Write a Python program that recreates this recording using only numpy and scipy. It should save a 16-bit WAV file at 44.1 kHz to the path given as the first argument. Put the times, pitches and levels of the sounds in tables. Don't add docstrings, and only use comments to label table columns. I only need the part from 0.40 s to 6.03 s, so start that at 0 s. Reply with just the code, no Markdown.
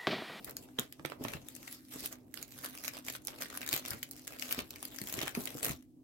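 import sys
import numpy as np
from scipy import signal
from scipy.fft import rfft, irfft, next_fast_len
from scipy.io import wavfile
from scipy.ndimage import uniform_filter1d, map_coordinates

SR = 44100
rng = np.random.default_rng(int(sys.argv[2]) if len(sys.argv) > 2 else 0)


def int16_out(signal):
    q = np.round(np.clip(np.atleast_2d(signal).T, -1, 1) * 32767)
    wavfile.write(sys.argv[1], SR, q.astype(np.int16))


def natural_amplitude(level_db):
    exponent = np.asarray(level_db, float) / 20
    return 10 ** exponent


N = 248283

# (from Hz, to Hz)
TOP, MIDDLE, BODY, LOW = (9000, 30000), (4000, 9000), (1600, 4000), (100, 1600)
LOW_FOLLOWS, LOW_DB = 1.4, -7.5


def unit(x):
    return x / np.sqrt(np.mean(x ** 2) + 1e-20)


def along(points, hz):
    f, v = np.transpose(points)
    return np.interp(np.log(hz + 1), np.log(f + 1), v)


def curves(rows):
    s, *cols = np.transpose(rows)
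    return [np.interp(np.arange(N) / SR, s, c) for c in cols]


def wobble(rate):
    knots = rng.standard_normal(int(N * rate / SR) + 4)
    return map_coordinates(knots, [np.arange(N) * rate / SR])


def filtered(x, response):
    m = next_fast_len(N + SR // 2)
    hz = np.fft.rfftfreq(m, 1 / SR)
    return irfft(rfft(x, m) * response(hz), m)[..., :N]


def stereo_noise(gain):
    # f/Hz, correlation (1 = the same)
    likeness = [(60, 0.57), (290, 0.95), (640, 0.26), (1400, 0.027)]

    def mid_side(hz):
        turn = np.arccos(np.clip(along(likeness, hz), -1, 1)) / 2
        return gain(hz) * [np.cos(turn), np.sin(turn)]

    mid, side = filtered(rng.standard_normal((2, N)), mid_side)
    return unit(np.array([mid + side, mid - side]))


def sides(pan_db):
    return natural_amplitude(np.array([pan_db / 2, -pan_db / 2]))


def background():
    # f/Hz, relative level per Hz/dB
    tone_colour = [(30, -18), (100, -4.5), (340, -10.5), (450, -21), (640, -24), (1100, -43),
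                   (15700, -38.5)]
    # f/Hz, width at half amplitude/Hz, level/dB
    hum_bands = [(129.6, 14, -68), (254.3, 24, -63), (300, 50, -64)]
    out = natural_amplitude(-67) * stereo_noise(lambda f: natural_amplitude(along(tone_colour, f)))
    for hz, width, db in hum_bands:
        out = out + natural_amplitude(db) * stereo_noise(lambda f: 1 / (1 + (2 * (f - hz) / width) ** 2))
    note_hz = 254.4 + 1.5 * wobble(4)
    note_db = -66.5 + 1.6 * wobble(7)
    return out + natural_amplitude(note_db) * np.sqrt(2) * np.sin(2 * np.pi * np.cumsum(note_hz) / SR)


def room(x):
    # f/Hz, time/s
    echo_time = [(300, 0.18), (4000, 0.16), (14000, 0.0063)]
    step, out = SR // 4, np.zeros((2, N + SR))
    for at in range(0, N, step):
        hz, t, z = signal.stft(rng.standard_normal((2, SR // 3)), SR, nperseg=256)
        fading = natural_amplitude(-60 * t / along(echo_time, hz)[:, None])
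        tail = signal.istft(z * fading, SR, nperseg=256)[1]
        wet = signal.fftconvolve(x[:, at:at + step], tail / np.linalg.norm(tail[0]), axes=1)
        start = at + 100
        out[:, start:start + wet.shape[1]] += wet
    return out[:, :N]


def sheets():
    # time of full strength t/s, hold/s, fizz level/dB, body over fizz/dB
    crumples = [(0.072, 0.028, -63, 7.5), (0.19, 0.054, -61, -5.5), (0.396, 0.033, -56, 6),
                (0.69, 0.03, -64, -1), (0.82, 0.14, -57.5, 4.5), (1.31, 0.032, -52, -4.5),
                (1.521, 0.092, -49.5, -1.5), (1.641, 0.0077, -41, -3.5), (1.721, 0.0087, -52.5, 1.5),
                (1.963, 0.071, -53.5, -2), (2.237, 0.029, -47.5, 1), (2.336, 0.076, -54.5, -0.5),
                (2.439, .004, -46, -2.5), (2.471, 0.0037, -41, -3.5), (2.547, 0.019, -49, 4),
                (2.673, 0.004, -42.5, -5.5), (2.737, 0.011, -51.5, -7), (2.899, 0.039, -52, 3),
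                (3.006, 0.028, -45.5, -0.5), (3.112, 0.46, -57, 6), (3.328, 0.035, -38.5, 1),
                (3.49, 0.043, -48, 2), (3.907, 0.056, -59, 3), (4.021, 0.12, -47, -1.3),
                (4.175, 0.03, -47.5, 5), (4.317, 0.22, -61.5, 3), (4.765, 0.018, -46, 2.5),
                (4.814, 0.017, -41.5, 2.5), (4.953, 0.097, -49.5, -0.5), (4.999, 0.3, -52.5, -0.5),
                (5.237, 0.055, -38.5, -1)]
    # t/s, fizz level/dB
    creep = [(0.0, -63.5), (0.3, -72), (0.8, -72.5), (1.03, -66), (1.28, -56.5), (1.4, -64), (1.9, -78),
             (2.085, -62), (2.2, -53), (2.6, -82.5), (2.86, -68), (3.1, -57.5), (3.7, -61), (3.86, -58),
             (4.29, -63), (4.57, -55), (4.74, -46), (4.93, -65), (5.4, -93.5), (5.63, -100)]
    attack, release = 729, 434.5
    settle_db, settle_rate = -10, 207.5
    t = np.arange(0, N, 32) / SR
    s, hold, db, body_db = np.transpose(crumples)[..., None]
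    before = np.maximum(s - t, 0)
    after = np.maximum(t - s - hold, 0)
    settle = (t > s) * natural_amplitude(settle_db - settle_rate * after)
    fizz = natural_amplitude(db - attack * before) * np.maximum(natural_amplitude(-release * after), settle)
    body = fizz * natural_amplitude(body_db)
    power = [np.interp(np.arange(N) / SR, t, np.sum(x ** 2, axis=0)) for x in (fizz, body)]
    creep_db = curves(creep)[0] + np.array([[0], [-2]])
    return 10 * np.log10(power + natural_amplitude(creep_db) ** 2)


def book():
    # t/s, relative level/dB, pitch that the modes spread around/Hz
    thumps = [(0.392, -38.5, 293), (0.6, -45.5, 362), (0.654, -37.5, 346), (0.813, -38.5, 282),
              (0.826, -43, 300), (0.855, -40, 283), (0.869, -41, 292), (0.952, -44, 178), (1.563, -47, 330),
              (3.338, -37.5, 345), (3.514, -49.5, 158), (3.543, -46.5, 260), (4.184, -41.5, 300),
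              (4.192, -39.5, 447), (4.619, -43.5, 263), (4.744, -48.5, 202), (4.782, -38, 293),
              (4.835, -41.5, 290), (4.977, -32, 296), (5.155, -40.5, 327), (5.254, -46, 370),
              (5.276, -43, 303), (5.306, -39, 153)]
    # t/s, relative level/dB
    flexing = [(0.0, -57), (0.41, -62), (0.53, -68), (0.87, -53), (1.44, -76), (1.59, -57), (1.87, -65.5),
               (3.34, -60), (3.82, -65.5), (4.17, -58.5), (4.53, -63.5), (4.8, -53.5), (5.28, -54),
               (5.43, -78), (5.63, -77)]
    # f/Hz, relative level per Hz/dB
    cover_colour = [(18, -42), (30, -3), (76, -2), (172, -6.5), (259, 2), (750, -8), (1300, -20),
                    (2200, -120)]
    out, t = np.zeros((2, N + SR)), np.arange(SR // 10) / SR
    onset = 1 - np.exp(-t / 0.0012)
    for s, db, hz in thumps:
        modes = hz * np.array([[.45], [.85], [1.3], [2.1]]) * rng.uniform(0.908, 1.187, (4, 1))
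        phase = rng.normal(0, 1, (4, 1)) + rng.normal(0, .4, (2, 4, 1))
        sizes = natural_amplitude(np.array([[-9], [0], [-3], [-9]]) - 60 * t * modes / 12)
        ring = np.sum(sizes * np.sin(2 * np.pi * modes * t + phase), axis=1)
        at = round((s - .004) * SR)
        out[:, at:at + len(t)] += 2.5 * natural_amplitude(db) * ring * onset
    flex_db = curves(flexing)[0] + 0.5
    body_db = sheets()[1]
    with_sheets_db = .4 * (body_db - uniform_filter1d(body_db, size=SR // 3))
    lumps_db = with_sheets_db + 2.5 * wobble(25)
    rumble = stereo_noise(lambda hz: natural_amplitude(along(cover_colour, hz)))
    return out[:, :N] + natural_amplitude(flex_db + lumps_db) * rumble


def places():
    # t/s, left over right in the treble/dB, left over right in the low part/dB
    hands = [(0.2, 2, -6.5), (0.65, 4, -4), (1.2, 1, 2), (1.94, -3.5, -3.5), (2.8, -1, 3), (3.4, 0.5, 0),
             (4.1, 0, 2.5), (5.2, 3, -0.5)]
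    high, low = curves(hands)
    return np.array([sides(db) for db in (high, high, (high + low) / 2, low)])


def film(x, part):
    # f/Hz, relative level per Hz/dB
    film_colour = [(350, -6.5), (600, 2), (904, -6), (1160, -1), (2380, -3), (3260, -4.5), (7510, -6),
                   (9340, -11.5), (12300, -6.5), (15700, -12.5)]

    def response(hz):
        edges = (1 + (part[0] / (hz + 1)) ** 8) * (1 + (hz / part[1]) ** 8)
        gain = natural_amplitude(along(film_colour, hz)) / np.sqrt(edges)
        return gain / np.sqrt(np.mean(gain ** 2))

    return filtered(x, response)


def bending(x, depth_db):
    z = signal.stft(x, nperseg=256)[2]
    across_bands = uniform_filter1d(rng.standard_normal(z.shape[1:]), size=6, axis=0)
    patches = uniform_filter1d(across_bands, size=14, axis=1)
    gain = natural_amplitude(depth_db * unit(patches))
    return signal.istft(z * gain / np.sqrt(np.mean(gain ** 2)), nperseg=256)[1][:, :N]


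def crackle(rate, spread_db, t60):
    # t/s, share
    creased = [(1.2, 0.35), (2.2, .9)]
    yield_s = 0.0007
    happens = rng.random(N) < rate / SR
    sizes = happens * natural_amplitude(spread_db * np.minimum(rng.exponential(size=N), 1.7))
    fading = signal.lfilter([1], [1, -natural_amplitude(-60 / (t60 * SR))], sizes)
    rising = signal.lfilter([1], [1, -np.exp(-1 / (yield_s * SR))], fading[::-1])
    bursts = unit(rising[::-1])
    share = curves(creased)[0]
    return (1 - .65 * share) + share * bursts


def slide():
    fizz_db, body_db = sheets()
    low_db = fizz_db + LOW_DB + LOW_FOLLOWS * (body_db - fizz_db)
    surge_db = 2 * wobble(60)
    broad = crackle(rate=120, spread_db=8, t60=0.0018)
    # part, level in dB, time in s for a crease to fall by 60 dB
    parts = ((TOP, fizz_db + 0.5, .0015), (MIDDLE, fizz_db - 4.5, .002),
             (BODY, body_db - 4.5, .003), (LOW, low_db, .007))
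    out = 0
    for place, (part, db, t60) in zip(places(), parts):
        own = crackle(rate=140, spread_db=1.0, t60=t60)
        envelope = (2 * broad + own) / 3 * natural_amplitude(db + surge_db)
        out = out + place * film(envelope * rng.standard_normal((2, N)), part)
    return out


def snaps():
    # t/s, crack level/dB, body of the sheet over the crack/dB
    flips = [(0.0466, -23.5, -26.5), (0.0967, -31.5, -21), (0.11, -34, -30), (0.1685, -27, -14.5),
             (0.2882, -85, 27), (0.3886, -32.5, 6), (0.3959, -18, -31.5), (0.5257, -37.5, -9.5),
             (0.5964, -63, 12), (0.6508, -35, 5.5), (0.6595, -29, -11), (0.7006, -43.5, 1),
             (0.721, -55, 16.5), (0.8398, -27.5, -21), (0.8506, -48, 16), (0.8846, -34.5, 0),
             (0.9197, -39.5, -22), (0.9368, -36.5, 0.5), (0.9697, -60, 13), (1.0864, -29.5, -20),
             (1.152, -34.5, -21.5), (1.1644, -38, -12), (1.23, -38, -14), (1.2787, -40.5, -1.5),
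             (1.327, -34, -18), (1.606, -29.5, -25), (1.6599, -21.5, -22.5), (1.7275, -36, -7),
             (1.942, -30.5, -14.5), (1.9748, -40.5, -0.5), (2.0278, -29.5, -17), (2.2456, -24.5, -15),
             (2.4472, -37, -1.5), (2.452, -28.5, -13.5), (2.4805, -25, -6.5), (2.588, -36.5, -27),
             (2.6847, -29, -3), (2.7012, -29.5, -9.5), (2.7245, -38, -17.5), (2.738, -38.5, -7),
             (2.7521, -42.5, 7), (2.764, -32.5, -25), (2.821, -53, -27), (2.8509, -34, -37),
             (2.8722, -22.5, -24), (2.8826, -32, -1.5), (3.013, -33, -13.5), (3.0224, -29, -4),
             (3.0587, -55.5, 13.5), (3.102, -40, -2.5), (3.163, -35, -26), (3.1751, -26.5, -18),
             (3.217, -31, -7.5), (3.264, -27, -16.5), (3.277, -25, -14.5), (3.2905, -20.5, -16.5),
             (3.3296, -17.5, -11.5), (3.3391, -23.5, -5.5), (3.3476, -26.5, -14), (3.364, -24.5, -10),
             (3.377, -26, -9.5), (3.461, -31.5, -11), (3.4836, -29.5, -21), (3.507, -20, -27.5),
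             (3.6303, -27.5, -11), (3.6356, -34, -20.5), (3.7122, -28, -27.5), (3.7659, -39.5, -18.5),
             (3.8723, -36.5, -11), (3.8779, -29.5, -8), (3.988, -42, -10), (3.9971, -32, -12),
             (4.0245, -29.5, -5.5), (4.057, -39.5, -7), (4.092, -36, -8), (4.1105, -29.5, -7.5),
             (4.1197, -30.5, -16.5), (4.1263, -19, -17), (4.1315, -36, -11.5), (4.3072, -31, -12.5),
             (4.36, -37.5, -5), (4.4288, -29, -8), (4.4534, -27, -16), (4.587, -27.5, -19),
             (4.6166, -28.5, -15.5), (4.673, -30.5, -14), (4.698, -32, -17), (4.7403, -27, -14),
             (4.772, -34.5, -25), (4.7905, -32.5, -2.5), (4.8155, -33, 4), (4.8328, -37, 1.5),
             (4.8632, -35, -6), (4.874, -34, -1.5), (4.88, -25, -9), (4.8933, -30.5, -13.5),
             (4.951, -30, -7.5), (5.0562, -23.5, -24.5), (5.0744, -32.5, -5.5), (5.248, -18, -20),
             (5.2557, -24, -12)]
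    middle_follows, middle_db = 0.38, -3
    out = np.zeros((4, 2, N + SR))
    gains = places()
    t = np.arange(SR // 16) / SR - .004
    after = np.maximum(t, 0)
    rise = np.exp(np.minimum(t, 0) / np.array([[.0004], [.0007], [.0012], [.0013]]))
    crack = natural_amplitude(-60 * after / np.array([[.0025], [.004], [.008], [.012]]))
    rattle = natural_amplitude(np.array([[-24], [-24], [-21], [-18]]) - 60 * after / 0.089)
    for s, db, body_db in flips:
        grain_db = 4 * unit(uniform_filter1d(rng.standard_normal(len(t)), size=64))
        shape = rise * (crack + rattle * natural_amplitude(grain_db))
        at = round((s + t[0]) * SR)
        place = (gains[..., at] * sides(rng.normal(0, 3)))[..., None]
        over_crack = [[0], [middle_db + middle_follows * body_db], [body_db], [LOW_DB + LOW_FOLLOWS * body_db]]
        sizes = natural_amplitude(db + np.array(over_crack)) * shape
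        noise = rng.standard_normal((4, 2, len(t)))
        noise[3, 1] = (noise[3, 0] + noise[3, 1]) / np.sqrt(2)
        energy = np.sum((noise * shape[:, None]) ** 2, axis=2)
        expected = np.sum(shape ** 2, axis=1)[:, None]
        noise /= np.sqrt(energy / expected)[..., None]
        out[..., at:at + len(t)] += sizes[:, None] * place * noise
    return sum(film(x[:, :N], part) for x, part in zip(out, (TOP, MIDDLE, BODY, LOW)))


def scene():
    clicks = bending(snaps(), depth_db=3.5)
    rubbing = bending(slide(), depth_db=3)
    cover = book()
    echo = room(natural_amplitude(-10.5) * clicks + natural_amplitude(-11.0) * rubbing + natural_amplitude(-12.0) * cover)
    return clicks + rubbing + cover + echo + background()


def roll_off(x):
    return signal.sosfilt(signal.butter(12, 17140, fs=SR, output="sos"), x)


def record(dry):
    def response(hz):
        bass_db = np.array([[3.3], [-3.3]]) / (1 + (hz / 110) ** 4)
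        low_mid_db = np.array([[-1.2], [1.2]]) / (1 + ((hz - 600) / 250) ** 2)
        edges = hz ** 4 / (hz ** 4 + 34 ** 4) * (hz < 15950)
        return natural_amplitude(bass_db + low_mid_db) * edges

    mix = filtered(dry, response)
    return roll_off(mix)


dry = scene()
out = record(dry)
int16_out(out)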